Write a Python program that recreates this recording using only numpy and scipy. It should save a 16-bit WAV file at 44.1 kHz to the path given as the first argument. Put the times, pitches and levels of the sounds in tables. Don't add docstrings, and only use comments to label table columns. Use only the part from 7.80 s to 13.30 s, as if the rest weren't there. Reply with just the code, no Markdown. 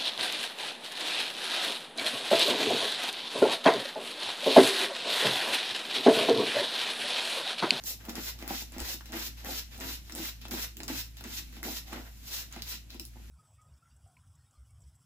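import sys
import numpy as np
from scipy import signal
from scipy.fft import rfft, irfft
from scipy.io import wavfile
from scipy.ndimage import uniform_filter1d

SR = 44100
rng = np.random.default_rng(int(sys.argv[2]) if len(sys.argv) > 2 else 0)


def dump(signal):
    limited = np.clip(np.atleast_2d(signal).T, -1, 1)
    pcm = np.round(limited * 32767).astype(np.int16)
    wavfile.write(sys.argv[1], SR, pcm)


def volts(x):
    e = np.asarray(x, float) / 20
    return 10 ** e


N = 242550

# start t/s, length t/s, hiss level/dB, rasp re hiss level/dB, scratch re hiss level/dB
RUSTLES = [(-0.02, 0.064, -58.5, -2, -14), (0.191, 0.18, -62, 3, -19), (0.574, 0.14, -58.5, 1.5, -9),
           (0.916, 0.07, -57, 6, -6), (1.248, 0.076, -62, 3, 1.5), (1.564, 0.093, -59.5, -2, -1),
           (1.905, 0.11, -58.5, -1, -4), (2.24, 0.1, -60.5, -5, 0), (2.607, 0.07, -67, 6, 11),
           (2.975, 0.13, -65, -1, -13), (3.36, 0.061, -67.5, 2, 9), (3.719, 0.093, -66, 3.5, 4),
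           (4.059, 0.084, -55.5, -3, -3), (4.148, 0.15, -57, 1, -22), (4.28, 0.13, -63.5, -12, -14),
           (4.706, 0.14, -63, 4.5, 5), (5.09, 0.09, -66.5, -4, 10), (5.2, 0.096, -60, -22, -23),
           (5.32, 0.27, -73.5, 2, -27)]
RUSTLE_EDGE_S, RUSTLE_SAG_DB, RUSTLE_PATCHY_DB = 0.013, 3, 1.5

# f/Hz, relative spectrum level/dB
FIBRE_SPECTRUM = [(240, -25), (400, -5.5), (638, -8), (986, -6.5), (1410, -4), (1570, -1.5), (1780, -3),
                  (5460, 3.5), (6490, 2.5), (7230, 1.5), (8990, -8.5), (11900, 3.5), (13500, 6.5),
                  (15300, 3.5), (16500, -81)]
SHEEN_DB = -1.5
CRACKLE_DB = -15.5
SHARED_GAIN = 0.75

# greatest force t/s, low modes level/dB, upper re low level/dB, initial fade of low modes/(dB/s)
SHOVES = [(0.109, -56, 3, 280), (0.29, -48.5, 0, 55), (0.38, -43, -8, 290), (0.55, -71, 1, 200),
          (0.63, -52.5, -8, 49), (0.718, -40, -4, 400), (0.96, -53.5, -14, 65), (1.011, -48, 0.5, 300),
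          (1.09, -54.5, 1, 200), (1.352, -39.5, -7.5, 168), (1.47, -56, -20, 170), (1.698, -40, -2, 207),
          (2.011, -44, -7, 78), (2.06, -44.5, -34, 100), (2.37, -44, -4, 85), (2.4, -40.5, -34, 209),
          (2.66, -65, -18, 400), (2.741, -36, -11.5, 202), (3.002, -47.5, -23, 88),
          (3.108, -39.5, -13, 149), (3.458, -44, -15, 235), (3.61, -60, -25, 200),
          (3.868, -35.5, -9.5, 170), (4.14, -44.5, -4.5, 78), (4.18, -58.5, 1, 165), (4.52, -63.5, 4, 27),
          (4.775, -48, -7, 400), (4.99, -70, -24, 100), (5.16, -50, -9.5, 600), (5.21, -53, -16, 266)]
SHOVE_RISE_DB_PER_S, UPPER_EXTRA_FADE_DB_PER_S = 289, 96
SHOVE_LET_GO_DB_PER_S2 = 1500
REST_DB = -79

# f/Hz, relative level/dB, free decay t60 t/s
PANEL_MODES = [(194, -14.5, 0.12), (233.7, 3, 0.15), (272.7, -2.5, 0.14), (315.4, -4, 0.16),
               (359.4, -8.5, 0.074), (409, -10.5, 0.083), (536, -2, 0.051), (657, 0, 0.015),
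               (765, 4.5, 0.034), (809, -18.5, 0.082), (1110, -27, 0.074), (1180, -11, 0.022),
               (1510, -16, 0.022), (2080, -35, .015)]
LOW_MODES = 6

# t/s, strike level/dB before the modes share it, hardness 0-1
KNOCKS = [(0.042, -43, 1), (0.286, -29.5, 1), (0.38, -21.5, 0.31), (0.626, -29, 0.15), (0.707, -24, 0.47),
          (0.822, -40.5, 0.7), (0.965, -25.5, 0.17), (1.01, -29.5, 0.48), (1.144, -32.5, 0.3),
          (1.209, -56, 0.5), (1.343, -33, 0.47), (1.669, -32, 0.4), (2.042, -54, 0.2), (2.362, -37, 0.1),
          (2.655, -37, 0.5), (2.719, -34, 0.44), (2.739, -20, 0.16), (3.003, -36, 0.5),
          (3.101, -26.5, 0.68), (3.41, -37.5, 0.96), (3.77, -42, 0.75), (3.853, -40, 0), (4.129, -33, 0.9),
          (4.519, -48, 0.4), (4.766, -31, 0.62), (4.941, -43, 0.6), (5.149, -32.5, 0.18),
          (5.203, -30.5, 0.08), (5.359, -46, 0.9), (5.367, -46, 0.7), (5.4, -50.5, 0.9), (5.446, -47, 0.17)]

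# full speed t/s, rise t/s, hold t/s, hiss level/dB, scratch re hiss level/dB
SWIPES = [(0.071, 0.037, 0.028, -35.5, -13.5), (4.564, 0.17, 0.03, -38, -6),
          (4.897, 0.076, 0.033, -43, -3.5)]
SWIPE_DEPTH_DB, SWIPE_FADE_DB_PER_S = 30.5, 296
SWIPE_RASP_DB = -6.5

# t/s, approximate crack peak level/dB, crack f/Hz, nominal dull flap rms level/dB
TICKS = [(0.038, -25, 5700, -45), (0.252, -32, 3560, -48), (0.2944, -28, 5900, -33.5),
         (0.3542, -22.5, 5960, -38), (0.5896, -35, 4150, -46), (0.6255, -37, 2210, -33.5),
         (0.678, -19.5, 1550, -46), (0.9216, -34, 7220, -50), (0.9827, -24.5, 2230, -58),
         (1.0027, -21.5, 7300, -47), (1.2088, -42, 1500, -39), (1.258, -34, 2780, -46),
         (1.3216, -27.5, 7400, -37), (1.647, -25.5, 1710, -51), (1.9784, -33, 10900, -54),
         (2.0019, -27.5, 7350, -42), (2.297, -36, 1690, -37), (2.3225, -26, 4700, -38),
         (2.3508, -22.5, 8300, -40), (2.6152, -36, 3390, -57), (2.6534, -38, 3150, -35),
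         (2.683, -29, 1810, -60), (2.71, -22.5, 2200, -52), (2.9692, -25.5, 3570, -62),
         (3.0032, -38, 1860, -31), (3.0331, -23.5, 5900, -35.5), (3.0805, -19.5, 5860, -42),
         (3.3696, -32, 3650, -51), (3.4093, -34, 1760, -40.5), (3.4398, -29, 7050, -50),
         (3.728, -39, 1810, -53), (3.7674, -34.5, 2300, -45), (3.8302, -20.5, 2060, -54),
         (4.1303, -49, 2240, -31), (4.448, -43, 6500, -53), (4.7255, -29, 6950, -46),
         (4.7625, -42, 2540, -37), (4.8213, -19.5, 5070, -66), (5.079, -54, 3770, -67),
         (5.1043, -30, 3650, -52), (5.1446, -35.5, 2570, -48), (5.197, -20.5, 5560, -71),
         (5.252, -28, 10300, -63), (5.445, -58, 2670, -56)]
FLAP_CREST_DB = 6

# landing t/s, length t/s, landing hiss level/dB, full-speed hiss level/dB, weight rasp level/dB
STROKES = [(0.284, 0.019, -55, -45, -57), (0.353, 0.15, -47.5, -40, -45.5),
           (0.686, 0.14, -42.5, -41.5, -46.5), (0.992, 0.15, -49, -38.5, -45),
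           (1.327, 0.15, -45.5, -41.5, -44), (1.656, 0.14, -44.5, -39, -52.5),
           (2.007, 0.15, -45, -41.5, -47.5), (2.357, 0.14, -42, -41.5, -45.5),
           (2.71, 0.14, -42.5, -39.5, -47), (3.083, 0.13, -46.5, -39.5, -49.5),
           (3.439, 0.156, -52.5, -40.5, -49.5), (3.838, 0.15, -41.5, -42, -44),
           (4.122, 0.026, -58, -56, -50.5)]
FULL_SPEED_AT = 0.91
LIFT_S, LIFT_DB, TRAIL_DB_PER_S = 0.005, -11.5, 178
WEIGHT_RISE_S, WEIGHT_FADE_DB_PER_S = 0.013, 173
SPEED_RASP_DB, SPEED_SCRATCH_DB = -13, -8
BRIGHTEN_DB = 2

# t/s, rms level/dB
DRONE_LEVEL = [(0.0, -54.5), (0.49, -48), (1.13, -49.5), (1.73, -46), (1.91, -49.5), (2.14, -45),
               (2.26, -50), (2.85, -46), (2.97, -51), (3.17, -46), (3.46, -49.5), (3.61, -48), (4.0, -48.5),
               (4.18, -46.5), (4.47, -51), (4.9, -48), (5.04, -51), (5.5, -47.5)]
DRONE_HZ = 57.06

# onset t/s, strike level/dB
THUMPS = [(.966, -38), (1.012, -33)]
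THUMP_HZ, THUMP_T60_S = 64, 0.19

# f/Hz, relative spectrum level/dB
AIR_SPECTRUM = [(47, -7.5), (80, -6), (102, 1.5), (160, -9), (249, -6.5), (455, -29), (521, -31),
                (1110, -28.5), (2270, -21.5), (5410, -25), (7390, -24), (8450, -32), (11800, -24.5),
                (15100, -31), (16500, -59)]
AIR_DB = -56
# f/Hz, t60 t/s
ROOM_T60 = [(100, .2), (500, .2), (2000, .22), (6000, .19), (10000, .16), (16000, .13)]
# f/Hz, left-right correlation
LIKENESS = [(60, 0.68), (130, 0.45), (290, 0.75), (640, 0.063), (1400, 0.011), (16000, 0.0073)]
PORT_LAG = 5
MIC_TOP_HZ = 15700


def level(x, db):
    return x * volts(db) / np.sqrt(np.mean(x ** 2))


def curve(rows):
    s, *columns = np.transpose(rows)
    return [np.interp(np.arange(N) / SR, s, c) for c in columns]


def at_hz(table, hz):
    f, value = np.transpose(table)
    return np.interp(np.log(hz + 1), np.log(f + 1), value)


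def colour(x, table):
    gain = volts(at_hz(table, np.fft.rfftfreq(x.shape[-1], 1 / SR)))
    return irfft(rfft(x) * gain, x.shape[-1])


def butter(x, hz, kind, order=2):
    return signal.sosfilt(signal.butter(order, hz, kind, fs=SR, output="sos"), x)


def below(x, hz):
    f = np.fft.rfftfreq(x.shape[-1], 1 / SR)
    return irfft(rfft(x) / (1 + (f / hz) ** 4), x.shape[-1])


def ring(x, hz, t60):
    pole = np.exp(2j * np.pi * hz / SR - np.log(1000) / (t60 * SR))
    return signal.lfilter([1], [1, -pole], x).imag


def walk(rate):
    hold = int(SR / rate)
    steps = np.repeat(rng.standard_normal(N // hold + 1), hold)
    smooth = uniform_filter1d(uniform_filter1d(steps, hold), hold)[:N]
    return smooth / smooth.std()


def tent(t, rise_db_per_s, fade_db_per_s):
    return volts(np.maximum(np.where(t < 0, t * rise_db_per_s, -t * fade_db_per_s), -120))


def slips(rate, scatter_db):
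    size = volts(scatter_db * np.minimum(rng.exponential(size=N), 3))
    happens = rng.random(N) < rate / SR
    return level(happens * size * rng.standard_normal(N), 0)


def stereo_noise(size):
    like = np.clip(at_hz(LIKENESS, np.fft.rfftfreq(size, 1 / SR)), 0, 1)
    mid, side = rfft(rng.standard_normal((2, size)))
    mid = mid * np.sqrt((1 + like) / 2)
    side = side * np.sqrt((1 - like) / 2)
    return irfft(np.array([mid + side, mid - side]), size)


def air():
    return level(colour(stereo_noise(N), AIR_SPECTRUM), 0) * volts(AIR_DB + 1.2 * walk(5))


def drone():
    phase = 2 * np.pi * np.cumsum(DRONE_HZ + 0.23 * walk(3.39)) / SR
    octave = volts(-18 + 3.3 * walk(9)) * np.sin(2 * phase + 1.7 * walk(8.4))
    third = volts(-24.5 + 2.2 * walk(7)) * np.sin(3 * phase + 1.9 * walk(1.72))
    gain = np.sqrt(2) * volts(curve(DRONE_LEVEL)[0] + 0.2 * walk(8))
    return gain * (np.sin(phase) + octave + third)


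def rustles():
    out, t = np.zeros((3, N)), np.arange(N) / SR
    for s, length, db, rasp_db, scratch_db in RUSTLES:
        shape = np.clip(np.minimum(t - s, s + length - t) / RUSTLE_EDGE_S, 0, 1)
        sag_db = RUSTLE_SAG_DB * np.clip((t - s) / length - 0.5, -1, 1)
        out += shape * volts(db - sag_db) * volts(np.array([[0], [scratch_db], [rasp_db]]))
    return out * volts(RUSTLE_PATCHY_DB * walk(90))


def fibres():
    hiss_gain, scratch_gain, rasp_gain = strokes() + swipes() + rustles()
    common, left, right = (slips(16000, scatter_db=1) for _ in range(3))
    common = common + volts(CRACKLE_DB) * slips(700, scatter_db=4)
    sound = colour(SHARED_GAIN * common + np.array([left, right]), FIBRE_SPECTRUM)
    low, middle, upper = (below(sound, hz) for hz in (2500, 4500, 8500))
    rasp = level(low, 0) * rasp_gain * volts(2.4 * walk(60))
    scratch = level(middle - low, 0) * scratch_gain * volts(1.6 * walk(60))
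    hiss = (upper - middle) * volts(0.8 * walk(35))
    hiss = hiss + (sound - upper) * volts(SHEEN_DB + 0.8 * walk(35))
    flicker = volts(0.8 * walk(45) + 1.2 * walk(110))
    return flicker * (hiss_gain * level(hiss, 0) + scratch + rasp)


def shoves():
    low, upper, t = volts(REST_DB), volts(REST_DB - 1), np.arange(0, N, 32) / SR
    for s, db, upper_db, fade in SHOVES:
        low_fade = fade + SHOVE_LET_GO_DB_PER_S2 * (t - s)
        upper_fade = fade + UPPER_EXTRA_FADE_DB_PER_S
        low = low + volts(db) * tent(t - s, SHOVE_RISE_DB_PER_S, low_fade)
        upper = upper + volts(db + upper_db) * tent(t - s, SHOVE_RISE_DB_PER_S, upper_fade)
    return np.repeat([low, upper], 32, axis=1)[:, :N]


def panel():
    low, upper = shoves()
    shaken = [volts(db) * ring(slips(500, scatter_db=4.5), hz, t60) for hz, db, t60 in PANEL_MODES]
    out = low * level(sum(shaken[:LOW_MODES]), 0) + upper * level(sum(shaken[LOW_MODES:]), 0)
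    spots = rng.standard_normal((len(KNOCKS), len(PANEL_MODES)))
    for mode, (hz, db, t60) in enumerate(PANEL_MODES):
        blows = np.zeros(N)
        for (s, strike_db, hard), spot in zip(KNOCKS, spots):
            corner_hz = 200 * 12 ** np.clip(hard, 0, 1)
            blows[int(s * SR)] += volts(strike_db + 2.8 * spot[mode]) / (1 + (hz / corner_hz) ** 2)
        out += volts(db - 9.5) * ring(blows, hz, 0.63 * t60)
    return butter(out, 201, "high", order=3)


def swipes():
    out, t = np.zeros((3, N)), np.arange(N) / SR
    for s, rise, hold, db, scratch_db in SWIPES:
        swell_db = -SWIPE_DEPTH_DB * np.clip((s - t) / rise, 0, 3) ** 1.9
        gain = volts(db + swell_db) * tent(t - s - hold, 0, SWIPE_FADE_DB_PER_S)
        out += gain * volts(np.array([[0], [scratch_db], [scratch_db + SWIPE_RASP_DB]]))
    return out


def snap(burst, peak_db):
    return burst * volts(peak_db + 12.5) / np.linalg.norm(burst)


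def ticks():
    out, t = np.zeros((2, N + 1024)), np.arange(1024) / SR
    decay = np.exp(-t / 0.0008) + 0.14 * np.exp(-t / 0.005)
    noises = rng.standard_normal((len(TICKS), 2, 1024))
    for (s, db, hz, dull_db), noise in zip(TICKS, noises):
        burst = (noise + noise[::-1] * 0.45) * decay
        crack = butter(colour(burst, FIBRE_SPECTRUM), 2900, "high")
        crack = crack + 2 * butter(burst, [hz / 1.25, hz * 1.25], "band", order=1)
        flap = butter(burst, [700, 2500], "band", order=1)
        out[:, int(s * SR):][:, :1024] += snap(crack, db) + snap(flap, dull_db + FLAP_CREST_DB)
    return out[:, :N]


def strokes():
    out = np.zeros((3, N))
    for s, length, land_db, fast_db, weight_db in STROKES:
        part = out[:, int(s * SR):][:, :SR // 2]
        t = np.arange(part.shape[1]) / SR
        speed = np.sin(np.pi / 2 * np.clip(t / (FULL_SPEED_AT * length), 0, 1)) ** 2
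        lifted = np.maximum(t - length, 0)
        peel_db = LIFT_DB * np.minimum(lifted / LIFT_S, 1) - TRAIL_DB_PER_S * lifted
        hiss = volts(land_db + (fast_db - land_db) * speed + peel_db)
        scratch = hiss * volts(SPEED_SCRATCH_DB + BRIGHTEN_DB * speed)
        weight = volts(weight_db + peel_db) * tent(t - WEIGHT_RISE_S, 225, WEIGHT_FADE_DB_PER_S)
        part += [hiss, scratch, hiss * volts(SPEED_RASP_DB) + weight]
    return out


def thump():
    push = np.zeros(N)
    for s, db in THUMPS:
        push[int(s * SR):][:400] = volts(db) * np.hanning(400) / 200
    return ring(push, THUMP_HZ, THUMP_T60_S)


def room(x, size=16384):
    t, noise, tail = np.arange(size) / SR, stereo_noise(size), 0
    for hz in 60 * 2. ** np.arange(0, 8.1, 0.5):
        band = butter(noise, [hz * 2 ** -0.25, hz * 2 ** 0.25], "band")
        tail = tail + band * volts(-60 * t / at_hz(ROOM_T60, hz))
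    tail *= np.clip(t / 0.0039, 0, 1)
    tail *= volts(-3) / np.sqrt(np.sum(tail ** 2) / 2)
    tail[0, PORT_LAG] += 0.8
    tail[1, 0] += 0.8
    return signal.fftconvolve(x, tail, axes=1)[:, :N]


def scene():
    hum = drone()
    stereo_hum = np.array([hum, np.roll(hum, 18)])
    return room(fibres() + ticks() + panel()) + thump() + stereo_hum + air()


def roll_off(x):
    return signal.sosfilt(signal.butter(12, 16990, fs=SR, output="sos"), x)


def record(dry):
    mix = butter(dry, MIC_TOP_HZ, "low", order=6)
    return roll_off(mix)


dry = scene()
out = record(dry)
dump(out)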